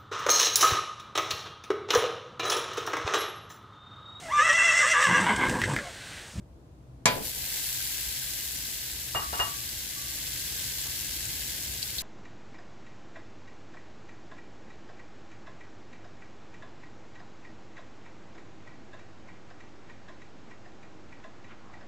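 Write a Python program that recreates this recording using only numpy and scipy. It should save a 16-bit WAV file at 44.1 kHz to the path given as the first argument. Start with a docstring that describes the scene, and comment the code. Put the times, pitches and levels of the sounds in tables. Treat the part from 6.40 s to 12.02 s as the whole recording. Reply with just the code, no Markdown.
"""A kitchen, close to a pot of hot oil. A bowl of sliced onions is tipped in: the bowl clunks on the
pot, the slices thud and patter down and their water boils off as thousands of tiny bursts, with a few
louder spits. The glass bowl is then set down nearby, knocking and ringing.
A low rumble and hum lie under it all."""
import sys
import numpy as np
from scipy import signal
from scipy.fft import rfft, irfft, next_fast_len
from scipy.io import wavfile
from scipy.ndimage import uniform_filter1d

SR = 44100
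rng = np.random.default_rng(int(sys.argv[2]) if len(sys.argv) > 2 else 0)


def master_out(mix):
    """Clip the mix to full scale and print it as 16-bit PCM to the path in sys.argv[1]."""
    frames = np.transpose(np.atleast_2d(mix))
    ceiling = np.clip(frames, -1, 1)
    pcm = np.round(ceiling * 32767).astype(np.int16)
    wavfile.write(sys.argv[1], SR, pcm)


N = 247842
T = np.arange(N) / SR

# Kitchen noise. Each row: frequency in Hz, relative density in dB.
ROOM_SPECTRUM = [(15, -64), (25, -57), (37, -13.5), (69, -2.5), (101, -13), (136, -10.5), (193, -19),
                 (331, -17.5), (378, -24), (457, -23), (509, -25.5), (614, -26), (1950, -46), (7700, -52),
                 (15500, -61)]
# Kitchen hum. Each row: frequency in Hz, level in dB.
HUM_LINES = [(57, -59.5), (127.5, -57.5)]
# Bowl set down. Each row: start in seconds, gain in dB, rim cut-off in Hz, delay to rocking in seconds.
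SET_DOWNS = [(2.7477, 0.5, 2880, 0.037), (2.93, -3.5, 1580, .028), (2.993, 2, 5000, .019),
             (4.451, -20.5, 1200, .012)]
# Glass bowl on the counter. Each row: mode frequency in Hz, gain in dB, t60 in seconds.
BOWL_MODES = [(684, -12, .24), (813, -11, .24), (883, -7, .25), (1146, -3, .5), (1211, -10, .28),
              (1308, -13, .25), (1723, -14, .2), (1900, -5, .25), (2836, 9, .19)]
# Thud of counter and room. Each row: frequency in Hz, relative density in dB, t60 in seconds.
COUNTER_WASH = [(103, -2, 0.46), (255, -19.5, 0.37), (430, -2, 0.08), (950, -1, 0.27), (1220, 1.5, 0.26),
                (2000, -6.5, 0.16), (4030, -8.5, 0.24), (9000, -30, .08)]
# Bowl singing on as the hand lets go. Each row: start in seconds, level in dB, t60 in seconds.
BOWL_TINGS = [(2.82, -34, 0.57), (3.066, -41, 0.58), (3.563, -47, 1.0)]
# Bowl clunks on the pot, then onions thud into it.
# Each row: start in seconds, gain in dB, contact cut-off in Hz, ring gain in dB.
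POT_CONTACTS = [(.6564, 0, 14000, 0), (.6602, -4, 4500, -25), (.729, -14, 500, -20), (.779, -19, 1500, -18)]
# Pot body. Each row: mode frequency in Hz, gain in dB, t60 in seconds.
POT_MODES = [(112, -12, .5), (150, -8, .45), (197, -9, .45), (255, -8, .4), (453, -8, .48), (520, -7, .45),
             (602, -6, .42), (673, -6.5, .44), (857, -1.5, .3), (998, 5, .32), (1130, -17, .35),
             (1427, -14, .35), (1680, -6, .28), (1825, -9, .28), (2050, -6, .26), (2209, 1.5, .19),
             (2305, -3, .2), (2402, 4, .21), (2891, -14, .3), (3165, -13, .28), (3340, -6, .18),
             (3790, -8, .34), (4371, -16, .3)]
# Dense ring of pot, hob and room. Each row: frequency in Hz, relative density in dB, t60 in seconds.
POT_WASH = [(60, -5, 0.96), (130, -3.5, 0.44), (350, -13, 0.66), (655, 5, 0.16), (1380, -1.5, 0.32),
            (2390, -5, 0.36), (4040, -3, 0.26), (7500, 2.5, 0.035), (11000, -10, 0.19), (15500, -30, .07)]
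# Clumps of slices. Each row: landing time in seconds, level in dB.
ONION_CLUMPS = [(.72, -35), (.98, -53), (1.142, -54.5)]
# Oil spits. Each row: start in seconds, gain in dB, pitch in Hz, t60 in seconds.
OIL_SPITS = [(2.172, -19, 6000, 0.025), (3.291, -18, 4570, .02), (4.4135, -19, 7900, 0.04),
             (4.5754, -15, 12900, .006), (4.7284, -17, 4470, 0.016), (4.8527, -19, 7460, 0.033),
             (5.428, -13, 4420, 0.028), (5.5832, -13.5, 3970, 0.07)]
# Air resonances of the pot. Each row: frequency in Hz, width in Hz, lift in dB.
POT_AIR_MODES = [(1594, 150, 4.5), (2065, 72, 4.5), (2680, 140, 2), (4340, 150, 1), (5550, 110, 0),
                 (7000, 140, 1.5), (7900, 220, 2.5), (13000, 400, 0.5)]
# Sizzle leaving the pot. Each row: frequency in Hz, relative density in dB.
SIZZLE_SPECTRUM = [(300, -30), (500, -18), (850, -12.5), (1100, -16), (1380, -14.5), (1560, -6.5),
                   (2400, -4.5), (3300, -1), (4500, -0.3), (5900, -2.5), (7700, -0.5), (8700, -4.5),
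                   (12000, 0.5), (15500, -3.5)]
# Stereo width of the sizzle. Each row: frequency in Hz, side minus mid in dB.
SIZZLE_WIDTH = [(400, 7), (850, -9), (1150, 3), (1600, -7), (2400, -3), (4500, -1), (5700, 2.5),
                (7000, -0.5), (9000, 0), (12500, -1), (15000, 0.5)]
# Balance of the sizzle. Each row: frequency in Hz, left minus right in dB.
SIZZLE_BALANCE = [(500, 3), (1600, 1.5), (3500, 1), (6000, 1), (9300, 3), (11200, 4), (12200, 2),
                  (15000, 4.5)]
# How hard the water boils off. Each row: time in seconds, sizzle gain in dB.
BOIL_CURVE = [(0.76, -42.5), (0.8, -44), (0.86, -35.5), (0.93, -40), (0.95, -38.5), (1.17, -35.5),
              (2.88, -41), (2.95, -39.5), (3.42, -40.5), (4.25, -38), (5.34, -39.5), (5.35, -40)]


def undb(db):
    """Decibels to gain."""
    return 10 ** (np.asarray(db) / 20)


def unit(x):
    """Scale to rms 1."""
    return x / np.sqrt(np.mean(x ** 2))


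def colour(x, points):
    """Filter by a spectrum of (Hz, dB) points."""
    size = next_fast_len(x.shape[-1])
    hz, db = np.transpose(points)[:2]
    bins_hz = np.maximum(np.arange(size // 2 + 1) * SR / size, 1)
    gain = undb(np.interp(np.log(bins_hz), np.log(hz), db))
    return irfft(rfft(x, size) * gain, size)[..., :x.shape[-1]]


def cut(x, hz, kind):
    """Butterworth filter."""
    return signal.sosfilt(signal.butter(2, hz, kind, fs=SR, output="sos"), x)


def fade(t, t60_s):
    """Exponential decay."""
    return np.exp(-np.log(1000) * t / t60_s)


def pan(db):
    """Stereo gains, left db above right."""
    return undb(np.array([[db], [-db]]) / 2)


def walk(rate_hz):
    """Slow random wander, rms 1."""
    hold = int(SR / rate_hz)
    steps = np.repeat(rng.standard_normal(N // hold + 1), hold)
    return unit(uniform_filter1d(uniform_filter1d(steps, hold), hold)[:N])


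def add(out, start_s, sound):
    """Mix in a stereo sound."""
    i = int(start_s * SR)
    out[:, i:i + sound.shape[1]] += sound[:, :N - i]


def kitchen(room_db=-51.5, rise_db_per_s=0.9749):
    """Low rumble and faint hiss, slowly growing, with a wavering hum."""
    mid, side = colour(rng.standard_normal((2, N)), ROOM_SPECTRUM)
    side = colour(side, [(60, -19.5), (130, -12.0), (300, -10.5), (1000, 0.5)])
    air = unit(np.array([mid + side, mid - side]))
    bass = colour(air, [(120, 0), (400, -30)])
    rumble = (air + 0.037 * walk(14) * bass) * undb(room_db + rise_db_per_s * T)
    hum = 0
    for hz, db in HUM_LINES:
        phase = 2 * np.pi * np.cumsum(hz + 3 * walk(14)) / SR
        hum += undb(db) * np.sqrt(2) * np.sin(phase) * (1 + .4 * walk(12))
    return (rumble + hum) * pan(0.99)


def wash(table, t):
    """Countless overlapping modes: half-octave noise bands, each with its own decay."""
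    hz, _, t60_s = np.transpose(table)
    spectrum = rfft(unit(colour(rng.standard_normal((2, len(t))), table)))
    bins_hz = np.arange(len(t) // 2 + 1) * SR / len(t)
    coherence = 1 / (1 + (bins_hz / 400) ** 2)  # long waves reach both sides alike
    spectrum[1] = coherence * spectrum[0] + np.sqrt(1 - coherence ** 2) * spectrum[1]
    out = 0
    for low_hz in 40 * 2 ** (np.arange(18) / 2):
        in_band = (bins_hz >= low_hz) & (bins_hz < low_hz * np.sqrt(2))
        band_t60_s = np.interp(np.log(low_hz * 2 ** (1 / 4)), np.log(hz), t60_s)
        out += irfft(spectrum * in_band, len(t)) * fade(t, band_t60_s)
    return out


def blows(contacts, modes, wash_table, modes_db, swell_s, wash_db, crack_db, crack_t60_s):
    """Each contact cracks and sets the body ringing; softer contacts are duller."""
    out, t = np.zeros((2, N)), T[:24576]
    for start_s, db, cutoff_hz, ring_db in contacts:
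        ring = 0
        for (hz, mode_db, t60_s), phase in zip(modes, 2 * np.pi * rng.random(len(modes))):
            lag_rad = np.array([[0], [min(hz / 650, 1.6)]])
            ring += undb(mode_db) * np.sin(2 * np.pi * hz * t + phase - lag_rad) * fade(t, t60_s)
        ring *= 1 - np.exp(-t / swell_s)  # the blow spreads through the body
        crack = cut(rng.standard_normal((2, len(t))) * fade(t, crack_t60_s), 8500, "low")
        dense = wash(wash_table, t)
        blow = undb(modes_db + ring_db) * ring + undb(wash_db) * dense + undb(crack_db) * crack
        add(out, start_s, undb(db) * cut(blow, cutoff_hz, "low"))
    return out


def glass_bowl(damped_db=-25, free_db=3, ting_hz=1146):
    """The bowl meets the counter in four contacts; once let go, its longest mode sings on."""
    contacts = []
    for start_s, db, rim_hz, rock_s in SET_DOWNS:
        contacts += [(start_s, db, 1520, damped_db),  # base, damped by the hand
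                     (start_s + .004, db - 6.5, rim_hz, free_db),  # rim
                     (start_s + rock_s, db - 10, 2100, damped_db),  # rocks back
                     (start_s + .072, db - 12, 1500, damped_db)]  # comes to rest
    out = blows(contacts, BOWL_MODES, COUNTER_WASH, modes_db=-25, swell_s=0.0059,
                wash_db=-26, crack_db=-44, crack_t60_s=0.0091) * pan(1.9)
    t = T[:SR]
    ting = np.sin(2 * np.pi * ting_hz * t + np.array([[0], [2]]))
    for start_s, db, t60_s in BOWL_TINGS:
        add(out, start_s, undb(db) * ting * fade(t, t60_s))
    return out


def pot_knocks():
    """The bowl clunks on the pot and sets it ringing, then onions thud into it."""
    return blows(POT_CONTACTS, POT_MODES, POT_WASH, modes_db=-25.5, swell_s=0.00049,
                 wash_db=-17.0, crack_db=-6.5, crack_t60_s=0.017) * pan(0.92)


def grains(low_hz, high_hz, decay_cycles, spread_db, smear_s, count, samples):
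    """Bursts at random times and places, four damped rings each; most small, a few large."""
    when, place, rarity = np.repeat(rng.random((count, 3)), 4, axis=0).T
    pitch, lag, late = rng.random((4 * count, 3)).T
    strength = undb(spread_db * np.minimum(-np.log(1 - rarity), 6))
    hz = (low_hz + (high_hz - low_hz) * pitch)[:, None]
    cycles = (hz * np.arange(samples) / SR).astype(np.float32)
    rings = np.sin(2 * np.pi * cycles) * np.exp(-cycles / decay_cycles) * np.sqrt(hz) * strength[:, None]
    out = []
    for side in (1, -1):
        # each ring takes its own path off the pot walls to either side
        start = (when * N + late * smear_s * SR + side * (lag - .5) * samples).astype(int) % N
        index = start[:, None] + np.arange(samples)
        panned = rings * (1 + side * (place[:, None] - .5))
        out.append(np.bincount(index.ravel(), panned.ravel(), N)[:N])
    return np.array(out)


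def onion_patter(spill_s=0.061, settle_t60_s=0.71):
    """Wet slices slap on the pot floor and each other; each clump spills in, then settles."""
    slaps = grains(120, 1000, decay_cycles=3, spread_db=2, smear_s=.02, count=600, samples=1024)
    envelope = 0
    for land_s, db in ONION_CLUMPS:
        spill = np.clip(1 + (T - land_s) / spill_s, 0, 1)
        envelope += undb(db) * spill * fade(np.maximum(T - land_s, 0), settle_t60_s)
    return unit(cut(slaps, 1300, "low")) * envelope


def oil_spits(ring_db=-11.5, snap_db=-7.0):
    """Larger drops burst with a snap and a brief pitched ring."""
    out, t = np.zeros((2, N)), T[:SR // 10]
    for start_s, db, hz, t60_s in OIL_SPITS:
        edges_hz = hz * 2 ** (np.array([-1, 1]) / 7)
        ring = unit(cut(rng.standard_normal((2, len(t))), edges_hz, "band")) * fade(t, t60_s)
        snap = unit(cut(rng.standard_normal((2, len(t))), 1900, "high")) * fade(t, 0.0019)
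        add(out, start_s, (ring * undb(ring_db) + snap * undb(snap_db)) * undb(db) * pan(4.3))
    return out


def pot_air(x):
    """The air in the pot lifts its resonances."""
    for hz, width_hz, db in POT_AIR_MODES:
        x = x + (undb(db) - 1) * signal.lfilter(*signal.iirpeak(hz, hz / width_hz, fs=SR), x)
    return x


def sizzle(start_s=.66, wetting_s=.025, heating_s=1, fizz_db=-0.35, hot_db=-0.62, cold_offset_db=-3):
    """Steam bursts through the oil: fine fizz, and coarse bubbles that catch up as the slices heat."""
    bursts = grains(300, 17000, decay_cycles=1.6, spread_db=1.7, smear_s=.002, count=16000, samples=48)
    hiss = undb(-2) * rng.standard_normal((2, N))  # bursts merging under the heap
    left, right = pot_air(unit(bursts) + hiss)
    mid = colour(left + right, SIZZLE_SPECTRUM)
    side = colour(colour(left - right, SIZZLE_SPECTRUM), SIZZLE_WIDTH)
    balance = np.array(SIZZLE_BALANCE)
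    steam = np.array([colour(mid + sign * side, balance * [1, sign / 2]) for sign in (1, -1)])
    bubbles = colour(steam, [(7500, 0), (8500, -6), (10000, -40)])
    fizz = steam - bubbles
    bubbles /= np.std(bubbles.mean(0))
    fizz /= np.std(fizz.mean(0))
    in_oil_s = np.maximum(T - start_s, 0)
    wetting = np.minimum(in_oil_s / wetting_s, 1)
    bubbles_db = hot_db + cold_offset_db * np.exp(-in_oil_s / heating_s)
    boil_db = np.interp(T, *np.transpose(BOIL_CURVE))
    return (bubbles * undb(bubbles_db) + fizz * undb(fizz_db)) * undb(boil_db) * wetting


def scene():
    """Knocks, frying and kitchen background, in stereo."""
    return pot_knocks() + glass_bowl() + sizzle() + oil_spits() + onion_patter() + kitchen()


def record(dry, top_hz=15480):
    """The phone rounds the loudest peak and cuts the top."""
    return signal.sosfilt(signal.ellip(10, .2, 80, top_hz, fs=SR, output="sos"), np.tanh(dry))


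dry = scene()
out = record(dry)
master_out(out)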